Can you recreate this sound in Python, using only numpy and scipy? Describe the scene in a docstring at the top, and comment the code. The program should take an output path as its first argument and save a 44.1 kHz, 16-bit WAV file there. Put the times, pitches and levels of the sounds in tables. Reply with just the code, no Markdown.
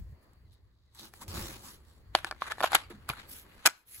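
"""Revolver dragged off a range bench

Close up, a revolver rubs over the carpeted bench of a roofed outdoor range. Its loaded cylinder knocks
and scrapes into the frame and seats; a thumb slides along the barrel; a sprung latch snaps shut.
Blows are noise cracks plus damped modes; friction is many tiny slips over hiss.
The roof answers briefly; light wind bumps the microphone, birds chirp far off."""
import sys
import numpy as np
from scipy import signal
from scipy.fft import rfft, irfft
from scipy.io import wavfile
from scipy.ndimage import uniform_filter1d

SR = 44100
rng = np.random.default_rng(int(sys.argv[2]) if len(sys.argv) > 2 else 0)


def inscribe(sig):
    """Save sig as 16-bit PCM at rate SR to the path in sys.argv[1].

    A 1-D sig is mono; a 2-D sig holds one channel per row.
    Samples are clipped to [-1, 1] before scaling.
    """
    pcm = np.round(np.clip(np.atleast_2d(sig).T, -1, 1) * 32767)
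    wavfile.write(sys.argv[1], SR, pcm.astype(np.int16))


N = 176400
BIN_HZ = np.fft.rfftfreq(N, 1 / SR)

# blow band centres: f/Hz
BANDS_HZ = [350, 750, 1400, 3000, 7000, 12000]
# blows: t/s, low and high f/Hz favoured by the contact point, level/dB per band
CYLINDER_KNOCKS = [(1.138, 1300, 1860, -86, -58, -53, -66, -71, -62),
                   (1.372, 725, 1340, -41, -64, -48, -90, -70, -70),
                   (2.1511, 898, 3020, -35.5, -19.5, -23, -20, -34, -43),
                   (2.2462, 810, 1570, -45.5, -40.5, -31.5, -35.5, -46, -45.5),
                   (2.3116, 1637, 4517, -57.5, -39, -34.5, -39.5, -52.5, -53),
                   (2.3248, 906, 1167, -51, -49, -41.5, -61, -68, -73),
                   (2.4208, 1110, 1210, -48.5, -33.5, -28.5, -41, -72, -71),
                   (2.5203, 1260, 1620, -64.5, -48.5, -31.5, -39.5, -46, -53),
                   (2.583, 950, 1740, -55.5, -46, -48.5, -60, -71, -76),
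                   (2.6056, 910, 1780, -58, -35, -32, -38.5, -57.5, -48.5),
                   (2.6127, 610, 1300, -40, -33.5, -40, -45, -62.5, -47),
                   (2.6265, 1410, 2700, -47.5, -40, -37.5, -38, -56, -52.5),
                   (2.6342, 926, 3720, -50, -31, -26, -37, -48.5, -42.5),
                   (2.642, 674, 1052, -37, -20, -24.5, -38.5, -51, -46),
                   (2.7195, 840, 1580, -51.5, -38.5, -35.5, -47, -47.5, -44),
                   (2.7318, 886, 1540, -55.5, -28.5, -31, -33.5, -43, -46.5),
                   (2.7491, 1380, 7440, -55.5, -23.5, -21.5, -38, -24.5, -22),
                   (2.7528, 1283, 2895, -47, -35, -27.5, -17.5, -39, -32.5),
                   (3.091, 1280, 2640, -82, -43.5, -32, -39.5, -47, -36),
                   (3.0995, 1030, 2480, -67.5, -45.5, -35.5, -31.5, -78, -58),
                   (3.135, 910, 1406, -73, -62, -40, -60, -72, -55)]
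LATCH_STRIKES = [(3.6598, 1520, 3780, -52, -34, -22, -21, -19, -21),
                 (3.6647, 1700, 2840, -48, -30, -22, -24, -22, -23),
                 (3.6692, 1600, 7730, -48, -38, -33, -31, -31, -38),
                 (3.6721, 1500, 2380, -46, -33, -24, -28, -26, -26),
                 (3.6745, 740, 1400, -38, -28, -30, -35, -44, -46),
                 (3.6875, 1460, 2060, -60, -50, -40, -45, -51, -50)]
# struck modes: f/Hz, level/dB, t60/s
FRAME_MODES = [(346, -3.5, 0.051), (636, -9.5, 0.061), (759, 5, 0.015), (1077, 4.5, 0.013),
               (1401, 0.5, 0.015), (1740, -9.5, 0.033), (2298, -6.5, .022), (3510, -7, 0.014),
               (4560, -7, 0.016), (7670, 1, 0.014), (10900, 1.5, 0.019)]
LATCH_MODES = [(740, -8, .022), (1350, -5, .02), (1521, -3, .02), (1695, -4, .02), (2062, -3, .025),
               (2383, -5, .025), (6563, -6, .014), (7736, -2, .02), (9400, -1, .014), (10600, -3, .016)]
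# rubbed modes: f/Hz, width/Hz, level/dB
BOARD_MODES = [(143, 43, -9), (208, 35, 3), (318, 72, -2.5), (532, 11, 0.5)]
RASP_MODES = [(1702, 270, -11.5), (3920, 520, 2.5), (4500, 240, -8.5)]
# envelopes: t/s, level/dB
SCRAPE_ENV_DB = [(2.13, -74), (2.16, -39.5), (2.23, -57), (2.27, -45.5), (2.32, -65.5), (2.4, -63.5),
                 (2.415, -45), (2.46, -49), (2.483, -41.5), (2.495, -52), (2.515, -34), (2.535, -53.5),
                 (2.57, -58), (2.60, -44), (2.62, -53), (2.635, -30), (2.67, -36.5), (2.695, -51),
                 (2.715, -46), (2.755, -24), (2.78, -45), (2.895, -69), (2.905, -47.5), (2.97, -70),
                 (3.075, -67), (3.1, -31.5), (3.125, -49), (3.165, -53), (3.195, -46.5), (3.23, -58),
                 (3.3, -64), (3.62, -62.5), (3.649, -52.5), (3.657, -23), (3.68, -51)]
CARPET_ENV_DB = [(.91, -89), (.955, -62.5), (1.0, -56), (1.06, -51), (1.11, -72), (1.16, -58.5),
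                 (1.205, -60.5), (1.215, -46), (1.235, -48.5), (1.255, -65.5), (1.277, -68), (1.285, -46),
                 (1.325, -48.5), (1.36, -40), (1.46, -43.5), (1.56, -51), (1.61, -58.5), (1.65, -50),
                 (1.70, -49.5), (1.76, -62), (1.83, -78), (1.89, -66), (2.02, -78)]
BOARD_ENV_DB = [(.95, -83), (1.02, -56), (1.12, -72.5), (1.27, -57), (1.35, -45), (1.5, -52), (1.8, -75)]
RASP_ENV_DB = [(.45, -88), (.54, -71.5), (.62, -89), (.92, -79), (0.999, -51), (1.06, -56.5), (1.12, -86)]
WIND_ENV_DB = [(0, -40), (.055, -48), (.12, -46.5), (.21, -69), (.47, -55), (.58, -65.5), (.65, -59),
               (.75, -66.5), (1.2, -61.5), (1.38, -45.5), (1.82, -61.5), (2.1, -53.5), (2.45, -59),
               (3.1, -55), (3.22, -61.5), (3.65, -63), (3.77, -86), (4, -61)]
AIR_ENV_DB = [(0, -68.5), (.3, -65), (.5, -72), (.85, -78), (1.4, -62.5), (2.05, -66), (3.05, -62.5),
              (3.25, -58), (3.62, -65), (3.8, -75), (4, -67.5)]
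# noise spectra: f/Hz, relative density/dB
SCRAPE_SPECTRUM = [(60, -16.5), (250, -12), (500, -7), (900, 2.5), (1500, 3.5), (2500, -2), (4000, -3),
                   (5500, -14), (8000, -14.5), (11000, -12), (15500, -29), (16500, -46.5)]
CARPET_SPECTRUM = [(40, -5), (120, -4.5), (250, -2), (500, -22.5), (900, -4.5), (1500, -7), (2500, -10.5),
                   (4000, -7.5), (5500, -10.5), (8000, -9.5), (11000, -10), (15500, -16), (16500, -16.5)]
SKIN_SPECTRUM = [(100, -19.5), (500, -16), (1500, 0.5), (2500, -2), (4000, -1), (6000, -3), (8000, -0.5),
                 (11000, 8.5), (15500, 1.5), (16500, -38.5)]
WIND_SPECTRUM = [(15, -22.5), (28, -13.5), (50, 5.5), (90, 2.5), (140, -8.5), (220, -21.5), (450, -44.5),
                 (1500, -51)]
AIR_SPECTRUM = [(30, 5.5), (250, 2), (480, -0.5), (750, -7.5), (1130, -5.5), (1400, -12), (1900, -7.5),
                (2500, -15.5), (3900, -18), (4500, -11), (5400, -27.5), (16000, -24.5)]
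# skin on cylinder and barrel: t/s, rise/s, hold/s, release/s, level/dB
THUMB_STROKES = [(0.205, 0.026, 0.0083, 0.018, -74.5), (0.511, 0.016, 0.0073, 0.026, -74),
                 (1.618, 0.027, 0.028, 0.14, -58.5), (3.261, 0.056, 0.029, 0.12, -48.5),
                 (3.42, 0.079, 0.31, 0.043, -72.5), (3.842, 0.12, 0.012, 0.14, -49.5)]
# snags: t/s, relative level/dB
SNAGS = [(.334, -69), (.949, -56), (.9945, -44), (1.138, -51), (1.2805, -45), (1.349, -43), (2.9015, -55),
         (3.0875, -46)]
# hand and grip thuds: t/s, f/Hz, level/dB, t60/s
BUMPS = [(1.282, 81, -31, 0.19), (1.345, 224, -36, 0.22), (1.366, 98.4, -44, 0.26),
         (2.901, 323, -37.5, 0.12), (2.935, 187, -43, 0.23), (3.097, 123, -24.5, 0.047)]
# bird chirps: t/s, start f/Hz, level/dB
CHIRPS = [(.445, 2170, -79), (.865, 2120, -82), (2.822, 2490, -62)]
# hand, bench and roof echoes: delay/s, level/dB
ECHOES = [(.0024, -17.5), (.0088, -24), (0.0161, -32.5), (0.036, -29)]
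# diffuse tail: f/Hz, t60/s
TAIL_T60_S = [(200, 0.1), (1000, 0.4), (4000, 0.33), (12000, .22)]
# stereo side against mid: f/Hz, level/dB
SIDE_DB = [(40, -10), (150, -14), (600, -3), (1500, -3), (3000, 3.5), (5000, 3), (7000, -6.5), (16000, -56)]
# left microphone's phase lead: f/Hz, phase/rad
LEFT_LEAD_RAD = [(0, 0), (3500, .4), (7400, -.1), (9000, -3.1), (13700, -9.4), (15300, -12.6)]
# left boost and equal right cut: f/Hz, level/dB
TILT_DB = [(100, 0), (700, -.4), (1400, 1.5), (3000, .5), (6000, -.5), (14000, 0)]


def blow(focus_hz, band_db, modes, crack_db, crack_s, onset, size=4096):
    """A contact crack, the modes it rings and loose parts chattering; the contact weights each band."""
    spread_db = 5.5  # each blow lands elsewhere on the body
    chatter_db, focus_gain, focus_q = -17, 1.7, 7
    t = np.arange(size - onset) / SR
    ring = unit(sum(amp(db + rng.normal(0, spread_db) - 60 * t / t60) * np.sin(2 * np.pi * hz * t)
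                    for hz, db, t60 in modes))
    crack = amp(crack_db) * burst(t, crack_s)
    chatter = amp(chatter_db) * burst(t, decay_s=0.008)
    z = rfft(np.pad(ring + crack + chatter, ((0, 0), (onset, 0))))
    hz = np.fft.rfftfreq(size, 1 / SR)
    z *= hz ** 2 / (hz ** 2 + 220 ** 2) / (1 + (hz / 14500) ** 8)  # band-pass
    z *= 1 + sum(focus_gain / (1 + 1j * focus_q * (hz / f - f / (hz + 1))) for f in focus_hz)
    masks = [log_interp(list(zip(BANDS_HZ, one)), hz) for one in np.eye(len(BANDS_HZ))]
    bands = (amp(db) * unit(irfft(z * mask)) for db, mask in zip(band_db, masks))
    return sum(bands) * np.sqrt(.005 * SR)  # band levels as rms over 5 ms


def blows(rows, modes, crack_db, crack_s):
    """A series of blows on one steel body."""
    out, onset = np.zeros((2, N)), 256  # samples of room for filter pre-ring
    for s, low_hz, high_hz, *band_db in rows:
        add(out, s - onset / SR, blow((low_hz, high_hz), band_db, modes, crack_db, crack_s, onset))
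    return out


def cylinder_scrape():
    """The cylinder slips along the frame."""
    rub = friction(SCRAPE_SPECTRUM, slips_per_s=990, spread_db=-1, hiss=1.0, flutter_db=1.6)
    return envelope(SCRAPE_ENV_DB) * rub


def bench_drag():
    """The gun rubs the carpet; boards resonate below, hard edges rasp on skin and pile."""
    rub = friction(CARPET_SPECTRUM, slips_per_s=2600, spread_db=1.5, hiss=.75, flutter_db=1.0)
    boards = rubbed_modes(BOARD_MODES, BOARD_ENV_DB)
    rasp = rubbed_modes(RASP_MODES, RASP_ENV_DB)
    return envelope(CARPET_ENV_DB) * rub + boards + rasp


def friction(spectrum, slips_per_s, spread_db, hiss, flutter_db):
    """Tiny unequal slips over smooth hiss, clumping as the pressure varies."""
    slipping = rng.random(N) < slips_per_s / SR
    sizes = amp(spread_db * np.minimum(rng.exponential(1, N), 4))
    slips = unit(slipping * sizes * noise(N))
    pressure = amp(flutter_db * wander(N, size=200))
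    rub = (slips + hiss * unit(noise(N))) * pressure
    return flicker(coloured(rub, spectrum), depth_db=2.4)


def rubbed_modes(modes, env_db, slips_per_s=900):
    """Small slips keep a few resonances sounding."""
    slips = (rng.random(N) < slips_per_s / SR) * noise(N)
    body = sum(amp(db) / (1 + 1j * (BIN_HZ ** 2 - hz ** 2) / (width_hz * (BIN_HZ + 1)))
               for hz, width_hz, db in modes)
    return envelope(env_db) * unit(irfft(rfft(stereo(slips)) * body, N)) * np.sqrt(N)


def squeak(at_s=1.211, length_s=0.022, start_hz=929, rise_hz_per_s=6500, level_db=-48.5):
    """Stick-slip: one rising chirp as the gun starts to move."""
    out, t = np.zeros((2, N)), np.arange(0, length_s, 1 / SR)
    hz = (start_hz + rise_hz_per_s * t) * (1 + 0.099 * wander(len(t), size=40))
    swell = amp(level_db) * np.sqrt(2 * np.sin(np.pi * t / length_s))
    add(out, at_s, swell * tone(hz))
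    return out


def snags():
    """Fibres and edges catch and let go."""
    out, t = np.zeros((2, N)), np.arange(512) / SR
    for s, db in SNAGS:
        add(out, s, 14 * amp(db) * burst(t, decay_s=0.0017))
    return out


def bumps(rise_s=0.0046, waver=0.23):
    """Hand-damped grip and bench give low, unsteady thuds."""
    out, t = np.zeros((2, N)), np.arange(SR // 2) / SR
    for s, hz, db, t60 in BUMPS:
        thud = tone(hz * (1 + waver * wander(len(t), size=120)))
        add(out, s, amp(db - 60 * t / t60) * (1 - np.exp(-t / rise_s)) * thud)
    return out


def thumb():
    """Dry skin hisses over the gun, swelling and fading with each stroke."""
    t, push = np.arange(N) / SR, np.zeros(N)
    for s, rise_s, hold_s, release_s, db in THUMB_STROKES:
        ramp = np.interp(t, s + np.cumsum([0, rise_s, hold_s, release_s]), [0, 1, 1, 0])
        push += amp(db) * np.sin(np.pi / 2 * ramp) ** 2
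    return push * friction(SKIN_SPECTRUM, slips_per_s=58000, spread_db=12, hiss=1.7, flutter_db=1.55)


def shelter(x, build_s=0.0058, tail_db=-30):
    """Adds hand, bench and roof echoes and a short diffuse tail."""
    hz, t, z = signal.stft(stereo(noise(SR // 2)), SR, nperseg=256)
    decay = amp(-60 * t / log_interp(TAIL_T60_S, hz)[:, None])
    tail = signal.istft(z * decay * (1 - np.exp(-t / build_s)), SR, nperseg=256)[1]
    response = amp(tail_db) * unit(tail)
    for s, db in ECHOES:
        add(response, s, amp(db) * np.array([[.25, .5, .25]]))  # dulled reflection
    return x + signal.fftconvolve(x, response, axes=1)[:, :N]


def wind():
    """Low gusts on the microphone over the uneven hush of the field."""
    gusts = envelope(WIND_ENV_DB) * coloured(noise(N), WIND_SPECTRUM)
    hush = envelope(AIR_ENV_DB) * coloured(noise(N), AIR_SPECTRUM)
    return gusts + flicker(hush, depth_db=1.6)


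def birds(length_s=.045, fall_hz_per_s=5800):
    """Distant falling chirps, each a tone and its octave."""
    out, t = np.zeros((2, N)), np.arange(0, length_s, 1 / SR)
    for s, start_hz, db in CHIRPS:
        hz = start_hz - fall_hz_per_s * t
        add(out, s, amp(db) * np.sin(np.pi * t / length_s) * (tone(hz) + tone(2 * hz)))
    return out


def amp(db):
    """dB to gain."""
    return 10 ** (np.asarray(db) / 20)


def unit(x):
    """Scales to mean energy 1 per channel."""
    return x / np.sqrt((x ** 2).sum(-1).mean() + 1e-20)


def log_interp(points, hz):
    """Table lookup on a log-frequency axis."""
    f, value = np.transpose(points)
    return np.interp(np.log(hz + 1), np.log(f + 1), value)


def envelope(points):
    """Gain from (t/s, level/dB) points, silent outside them."""
    s, db = np.transpose(points)
    return amp(np.interp(np.arange(N) / SR, s, db, left=-120, right=-120))


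def add(mix, s, sound):
    """Mixes a sound in at time s."""
    part = mix[:, max(round(s * SR), 0):][:, :sound.shape[1]]
    part += sound[:, :part.shape[1]]


def tone(hz):
    """One-channel sine following a pitch track."""
    return np.sin(2 * np.pi * np.cumsum(hz) / SR)[None]


def noise(n):
    """Two independent white noises."""
    return rng.standard_normal((2, n))


def burst(t, decay_s):
    """Decaying stereo noise, energy 1."""
    return unit(stereo(noise(len(t))) * np.exp(-t / decay_s))


def wander(n, size):
    """Smooth random curve, rms 1."""
    smooth = uniform_filter1d(uniform_filter1d(rng.standard_normal(n), size), size)
    return unit(smooth) * np.sqrt(n)


def stereo(x):
    """Mid and side to left and right, alike in bass and top."""
    mid, side = rfft(x)
    width = amp(log_interp(SIDE_DB, np.fft.rfftfreq(x.shape[1], 1 / SR)))
    return irfft(np.array([mid + width * side, mid - width * side]) / np.sqrt(1 + width ** 2), x.shape[1])


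def coloured(x, spectrum):
    """Stereo signal shaped by a spectrum, rms 1."""
    return unit(irfft(rfft(stereo(x)) * amp(log_interp(spectrum, BIN_HZ)), N)) * np.sqrt(N)


def flicker(x, depth_db):
    """Resonances come and go: random gain patches in frequency and time."""
    z = signal.stft(x, nperseg=512)[2]
    patches = rng.standard_normal(z.shape[1:])
    for axis in (0, 1, 0, 1):
        patches = uniform_filter1d(patches, size=7, axis=axis)
    return signal.istft(z * amp(depth_db * patches / patches.std()), nperseg=512)[1][:, :N]


def scene():
    """Gun and hands under the roof, open air behind."""
    knocks = blows(CYLINDER_KNOCKS, FRAME_MODES, crack_db=-0.5, crack_s=0.001)
    latch = blows(LATCH_STRIKES, LATCH_MODES, crack_db=9.5, crack_s=0.0022)  # strike and rebounds
    handling = bench_drag() + squeak() + cylinder_scrape() + snags() + bumps() + thumb()
    return shelter(knocks + latch + handling) + wind() + birds()


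def record(dry, cutoff_hz=15900):
    """Microphone pair: level and phase tilt between the sides, then a low-pass."""
    left, right = rfft(dry)
    lead_rad = np.interp(BIN_HZ, *np.transpose(LEFT_LEAD_RAD))
    tilt = amp(log_interp(TILT_DB, BIN_HZ)) * np.exp(1j * lead_rad / 2)
    heard = irfft(np.array([left * tilt, right / tilt]), N)
    lowpass = signal.firwin(255, cutoff_hz, window=("kaiser", 9), fs=SR)
    return signal.oaconvolve(heard, lowpass[None], "same", axes=1)


dry = scene()
out = record(dry)
inscribe(out)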